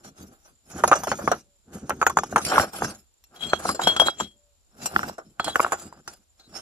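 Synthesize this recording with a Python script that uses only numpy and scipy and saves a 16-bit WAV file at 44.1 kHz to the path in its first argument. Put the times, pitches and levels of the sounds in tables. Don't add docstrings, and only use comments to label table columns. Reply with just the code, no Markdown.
import sys
import numpy as np
from scipy import signal
from scipy.fft import rfft, irfft, next_fast_len
from scipy.io import wavfile
from scipy.ndimage import uniform_filter1d

SR = 44100
rng = np.random.default_rng(int(sys.argv[2]) if len(sys.argv) > 2 else 0)


def generate_wav(sig):
    pcm = np.round(np.clip(np.atleast_2d(sig).T, -1, 1) * 32767).astype(np.int16)
    wavfile.write(sys.argv[1], SR, pcm)


N = 291501
TIME_S = np.arange(N) / SR

# start_s, level_db, pitch_hz, crack_re_level_db, chatter_t60_s
BLOWS = [(0.837, 1, 858, -20.5, 0.05), (0.876, -12.5, 690, -0.5, 0.077), (0.914, 0.5, 1190, -22, 0.098),
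         (0.929, -2.5, 1260, -22, 0.0073), (0.937, -4, 1310, -20, 0.0084), (0.954, -16.5, 630, -8, 0.088),
         (1.034, -17, 910, -6.5, 0.05), (1.07, -14.5, 696, -15, 0.078), (1.115, -7.5, 1320, -17, 0.08),
         (1.187, -26, 606, -14, 0.25), (1.275, -1.5, 1060, -32, 0.041), (1.315, -7.5, 697, -15, 0.087),
         (1.894, -16, 794, -8.5, 0.061), (1.904, -9, 1370, -57, 0.071), (2.014, -7.5, 1280, -18, 0.08),
         (2.026, -5.5, 1150, -21, 0.026), (2.065, 1, 1460, -16, 0.049), (2.096, -14, 1040, -12.5, 0.062),
         (2.17, -2.5, 933, -20.5, 0.037), (2.186, -6.5, 1180, -15.5, 0.034),
         (2.234, -14, 850, -12.5, 0.034), (2.325, -21, 626, -29, 0.05), (2.359, -0.5, 1283, -18.5, 0.06),
         (2.366, -6.5, 890, -55.5, 0.04), (2.378, -16, 1240, -6, 0.11), (2.449, -37.5, 603, 24, 0.015),
         (2.463, -31.5, 834, 16.5, 0.011), (2.498, -30, 1390, 9, 0.03), (2.519, -12, 1100, -25, 0.028),
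         (2.558, -9.5, 1292, -20.5, 0.04), (2.58, 0, 1030, -35, 0.03), (2.596, -4, 1520, -36.5, 0.034),
         (2.732, -34.5, 860, 5.5, 0.26), (2.82, -13, 800, -26, 0.057), (2.845, -15, 1520, -43, 0.054),
         (3.239, -57, 1400, 17, 0.03), (3.435, -33, 1460, -1, 0.042), (3.532, -0.5, 1260, -26.5, 0.03),
         (3.653, -13.5, 695, -21, 0.038), (3.69, -7.5, 1150, -19, 0.056), (3.746, -25, 463, -1, 0.1),
         (3.793, -11, 800, -23, 0.054), (3.818, -19, 790, -19, 0.03), (3.871, -3, 770, -17.5, 0.047),
         (3.963, -12.5, 1310, -12, 0.061), (3.997, -5, 820, -14, 0.049), (4.018, -8.5, 676, -51.5, 0.066),
         (4.071, -18, 750, -13.5, 0.04), (4.083, -5, 1317, -34.5, 0.038), (4.2, -13.5, 874, -11.5, 0.021),
         (4.206, -12, 1260, -22, 0.054), (4.857, -20, 805, 3.5, 0.058), (4.961, 0.5, 1490, -50, 0.02),
         (4.991, -11.5, 1390, -54, 0.02), (5.03, -13.5, 1510, -41, 0.058), (5.095, -20, 740, -37, 0.014),
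         (5.181, -25, 650, -15, 0.11), (5.396, -6.5, 1300, -22.5, 0.051), (5.443, -25, 890, 2.5, 0.031),
         (5.478, -20.5, 796, -8.5, 0.097), (5.556, 0, 1460, -27.5, 0.038), (5.595, -5, 1060, -52, 0.014),
         (5.601, 0, 1155, -37, 0.017), (5.646, -8, 1270, -35, 0.022), (5.663, -18, 1120, -12.5, 0.032),
         (5.72, -8.5, 1125, -18, 0.051), (5.73, -15, 1425, -15.5, 0.1), (5.925, -30, 990, -18, 0.022),
         (6.076, -22.5, 1406, -3, 0.061), (6.395, -57.5, 888, 10, 0.022)]


def blows():
    size, peak_s = int(.25 * SR), .0018
    t = np.arange(size) / SR
    knocks = np.zeros((2, N + size))
    cracks, strikes, shake = np.zeros((3, N + size))
    chatter = pair(clicks(3200, 1.1), clicks(1800, 2.2), 0.52)
    heap_chatter = hollows(chatter)
    heap_chatter /= np.std(heap_chatter)
    for start_s, db, hz, crack_db, t60 in BLOWS:
        i, t60 = int(start_s * SR), max(t60, .01)
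        j = i % (N - size)
        phase = 2 * np.pi * hz * (t - peak_s)
        window = np.exp(-((t - peak_s) * hz / 0.75) ** 2 * np.where(t > peak_s, .4, 1))
        pulse = -(np.cos(phase) + 0.17 * np.cos(2 * phase)) * window
        local = undb(-5.5) * ring(chatter[:, j:j + size], hz, 0.035)
        broad = undb(-4.5) * band(heap_chatter[:, j:j + size], .5 * hz, 4600, order=1)
        rebounds = (local + broad) * (1 - np.exp(-t / 0.0012)) * undb(-60 * t / t60)
        knocks[:, i:i + size] += undb(db) * (pulse + rebounds)
        shake[i:i + size] += undb(db - 25.5 - 60 * t / 0.017)
        crack_decay = undb(-60 * t / 0.016) + undb(-14 - 60 * t / (0.81 * t60))
        cracks[i:i + size] += undb(db + crack_db) * (1 - np.exp(-t / 0.0015)) * crack_decay
        strikes[i + int(peak_s * SR)] += undb(db + crack_db)
    low = thump(shake[:N] * rng.standard_normal(N))
    return band(knocks[:, :N], 290, 6000) + low, cracks[:N], strikes[:N]


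def snap(cracks):
    onsets = np.maximum(cracks - uniform_filter1d(cracks, size=600), 0)
    return undb(-3) * band(onsets * pair(*rng.standard_normal((2, N)), .7), 2200, 16500)


# full_contact_s, hold_s, grind_db, grit_db, rumble_db
SCRAPES = [(0.056, 0.0034, -46, -45.5, -39.5), (0.186, 0.046, -48, -48.5, -48),
           (0.325, 0.0077, -56.5, -56.5, -51.5), (0.456, 0.027, -55, -57, -57),
           (0.717, 0.026, -48.5, -43, -58), (0.765, 0.04, -37, -44, -32.5),
           (0.866, 0.18, -40.5, -45.5, -34), (1.081, 0.066, -66, -43, -36.5),
           (1.206, 0.15, -47.5, -47.5, -36.5), (1.736, 0.04, -46.5, -52, -42.5),
           (1.837, 0.29, -54, -58.5, -40.5), (2.174, 0.23, -49.5, -53.5, -38.5),
           (2.469, 0.035, -35.5, -27.5, -42), (2.531, 0.058, -14.5, -30, -38.5),
           (2.607, 0.0141, -44.5, -34.5, -32.5), (2.756, 0.15, -36.5, -35, -37.5),
           (3.35, 0.087, -49, -57, -59), (3.446, 0.22, -39.5, -43.5, -43),
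           (3.687, 0.0098, -32, -30.5, -23.5), (3.823, 0.029, -31.5, -38.5, -37),
           (3.886, 0.049, -32, -44.5, -29), (4.011, 0.066, -34, -43, -36),
           (4.203, 0.023, -48, -47.5, -37.5), (4.731, 0.013, -62, -67.5, -64),
           (4.833, 0.019, -41, -37, -38.5), (4.918, 0.17, -38, -43, -40.5),
           (5.251, 0.054, -74, -67.5, -48.5), (5.447, 0.03, -34, -47, -38),
           (5.565, 0.11, -35.5, -44.5, -46), (5.718, 0.15, -47.5, -50, -46.5),
           (5.942, 0.034, -54.5, -61, -52), (6.09, 0.051, -54, -55, -51), (6.413, 0.019, -61, -60.5, -70),
           (6.535, 0.044, -45, -48.5, -50.5)]
RISE_DB_PER_S, FALL_DB_PER_S = (392, 396.5, 302), (306.5, 297, 251.5)


def scrapes():
    power = np.zeros((3, N))
    for contact_s, hold_s, *db in SCRAPES:
        before_db = np.outer(RISE_DB_PER_S, np.maximum(contact_s - TIME_S, 0))
        after_db = np.outer(FALL_DB_PER_S, np.maximum(TIME_S - contact_s - hold_s, 0))
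        power += undb(np.array(db)[:, None] - before_db - after_db) ** 2
    grind, grit, rumble = np.sqrt(power)
    slip = unit(undb(1.71 * drift(45)))
    body = pair(unit(hollows(clicks(1600, 0.83))), unit(hollows(clicks(1000, 1.4))), 0.38)
    breaking_edges = np.array([clicks(1500, 1.9), clicks(1500, 1.6)])
    body += undb(-14.5) * unit(band(breaking_edges, 1500, 3600))
    low = pair(*unit(thump(rng.standard_normal((2, N)))), 0.055)
    rumble *= unit(undb(3.6 * drift(25)))
    grit *= unit(slip * undb(2 * drift(60)))
    return slip * grind * body + rumble * low, grit


# pitch_hz, level_db
BLOCK = [(2490, -13.5), (5730, -9), (5990, 2), (6520, -4), (6740, 5.5), (8410, -9)]
CHUNK = [(2730, -7.5), (4120, -4.5), (5400, 4), (5560, -4), (7300, 2), (8170, -12)]
SLAB = [(3280, 8.5), (3889, -2), (4230, -3), (4970, -12), (5660, -13.5), (7040, -6), (7260, -5.5),
        (7600, -10.5), (8170, -20), (3330, 9.5)]
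# modes, start_s
TOUCHES = [(CHUNK, 0), (BLOCK, .7), (CHUNK, 2.42), (SLAB[:-1], 3.36), (SLAB[2:-1], 3.58), (SLAB[:-1], 3.81),
           (CHUNK, 4.5), (SLAB[1:], 5.39), (SLAB[3:-1], 5.54), (SLAB[1:4], 6.39), (CHUNK, 6.48)]
# ring_db, left_lag_ms
GRIPS = [(-31, 0.23), (-5, 0.1), (-11, -0.13), (5, -0.16), (1, -0.16), (5.5, -0.19), (-4, 0.21),
         (5.5, 0.097), (4.5, 0.12), (12.5, 0.089), (-7, 0.13)]
RING_T60_S, SPOT_DB = 0.12, 3.6


def handled_stone(cracks, strikes, grit, touch_index):
    out = np.zeros((2, N))
    for k, ((modes, _), (ring_db, _)) in enumerate(zip(TOUCHES, GRIPS)):
        drive = undb(7.5) * strikes + undb(-3) * cracks * rng.standard_normal(N) + undb(-4) * grit
        drive *= touch_index == k
        first, last = np.flatnonzero(touch_index == k)[[0, -1]]
        span = slice(first, last + SR // 10)
        damping = undb(-60 * np.maximum(TIME_S[span] - last / SR, 0) / 0.04)
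        for hz, mode_db in modes:
            spot = drift(16)
            sides = undb(SPOT_DB * np.array([spot, spot[::-1]])[:, span])
            t60 = RING_T60_S * (3300 / hz) ** (0.99 * np.sign(hz - 3000))
            tone = undb(ring_db + mode_db) * damping * ring(drive[span] * sides, hz, t60)
            tone[0] = np.roll(tone[0], round(SR / hz / 4))
            out[:, span] += tone
    return out


# freq_hz, level_db
CRACKLE_SPECTRUM = [(2000, -18.5), (2800, -1), (4000, -5), (6000, 6), (8500, -2.5), (12000, -2),
                    (13500, -22)]


def crackle(envelope, chips):
    drive = pair(*(envelope * chips), 0.98)
    freq_hz, level_db = np.transpose(CRACKLE_SPECTRUM)
    out = 0
    for hz in np.geomspace(2100, 13200, num=40) * undb(0.16 * rng.standard_normal(40)):
        mode_db = np.interp(np.log(hz), np.log(freq_hz), level_db)
        contact = undb(mode_db + 7.5 * np.clip(drift(22), -3, 2.1))
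        out += np.sqrt(hz / 6000) * ring(contact * drive, hz, t60=230 / hz)
    return undb(-23) * out


# centre_hz, width_hz, gain_db
HOLLOWS = [(320, 92, -1.5), (658, 230, 1), (807, 99.5, 4), (1260, 396, -1.5), (1563, 397, -1),
           (2280, 2700, -27.5)]


def hollows(x):
    return sum((-1) ** k * undb(db) * band(x, hz - width / 2, hz + width / 2, order=1)
               for k, (hz, width, db) in enumerate(HOLLOWS))


# pitch_hz, gain_db, t60_s
HEAP_MODES = [(84, -9, 0.3), (160, -15.5, 0.11), (222, 1.5, 0.029), (333, -1, 0.017)]


def thump(x):
    return sum(undb(db) * band(ring(x, hz, t60), 65, 600) for hz, db, t60 in HEAP_MODES)


# freq_hz, level_db
WIND_SPECTRUM = [(15, -21), (25, -4.5), (76, -9.5), (150, -30.5),
                 (600, -29), (2000, -38), (4000, -32.5), (14000, -41)]


def wind(level_db=-63.5):
    noise = pair(*rng.standard_normal((2, N)), 0.97)
    return undb(level_db) * unit(colour(noise, WIND_SPECTRUM))


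def insects(centre_hz=7200, width_hz=340, level_db=-68):
    throb = uniform_filter1d(np.abs(clicks(900, .8)), size=400)
    hiss = band(rng.standard_normal((2, N)), centre_hz - width_hz / 2, centre_hz + width_hz / 2)
    return undb(level_db) * unit(hiss * throb)


# start_s, end_s, pitch_hz, relative_db
COOS = [(1.409, 1.581, 557, -79), (4.305, 4.56, 565, -77)]


def dove():
    out = np.zeros(N)
    for start_s, end_s, hz, db in COOS:
        arc = np.sin(np.pi * np.clip((TIME_S - start_s) / (end_s - start_s), 0, 1))
        phase = 2 * np.pi * np.cumsum(hz * (1 + 0.033 * arc)) / SR
        out += undb(db + 10) * arc ** .5 * np.sin(phase)
    return out


def undb(db):
    return 10 ** (np.asarray(db) / 20)


def unit(x):
    return x / np.sqrt(np.mean(x ** 2))


def band(x, lo_hz, hi_hz, order=2):
    return signal.sosfilt(signal.butter(order, [lo_hz, hi_hz], "band", fs=SR, output="sos"), x)


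def colour(x, points):
    hz, db = np.transpose(points)
    size = next_fast_len(N)
    bin_hz = np.maximum(np.arange(size // 2 + 1) * SR / size, 1)
    gain = undb(np.interp(np.log(bin_hz), np.log(hz), db))
    return irfft(rfft(x, size) * gain, size)[..., :N]


def ring(x, hz, t60):
    r, angle = np.exp(-np.log(1000) / (t60 * SR)), 2 * np.pi * hz / SR
    gain = np.sqrt(2 * (1 - r * r)) * np.sin(angle)
    return gain * signal.lfilter([1], [1, -2 * r * np.cos(angle), r * r], x)


def clicks(rate_hz, spread_db):
    hit = rng.random(N) < rate_hz / SR
    return unit(hit * rng.standard_normal(N) * undb(spread_db * rng.exponential(size=N)))


def drift(rate_hz):
    levels = rng.standard_normal(int(N / SR * rate_hz) + 2)
    return 1.738 * np.interp(TIME_S * rate_hz, np.arange(len(levels)), levels)


def pair(mid, side, width):
    return np.array([mid + width * side, mid - width * side]) / np.sqrt(1 + width ** 2)


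def scene():
    knocks, cracks, strikes = blows()
    grinding, grit = scrapes()
    touch_index = np.searchsorted([s for _, s in TOUCHES], TIME_S, side="right") - 1
    stones = knocks + grinding
    stones += np.array([[-1], [1]]) * band(stones[0] - stones[1], 40, 650, order=1) / 2
    _, left_lag_ms = np.transpose(GRIPS)[:, touch_index]
    stones[0] = np.interp(TIME_S - left_lag_ms / 1000, TIME_S, stones[0])
    chips = np.array([clicks(3500, 2.3), clicks(3500, 2.3)])
    stones += crackle(cracks + grit, chips) + snap(cracks)
    stones += handled_stone(cracks, strikes, grit * chips[0], touch_index)
    return stones + wind() + insects() + dove()


def record(dry, top_hz=13100):
    x = signal.sosfilt(signal.butter(2, 36, "high", fs=SR, output="sos"), dry)
    x[1] += 0.35 * band(x[1], 8200, 14000)
    x = 1.254 * np.tanh(x / 1.462)
    lowpass = signal.ellip(8, .2, 70, top_hz, fs=SR, output="sos")
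    return np.clip(signal.sosfilt(lowpass, x), -1, 1)


dry = scene()
out = record(dry)
generate_wav(out)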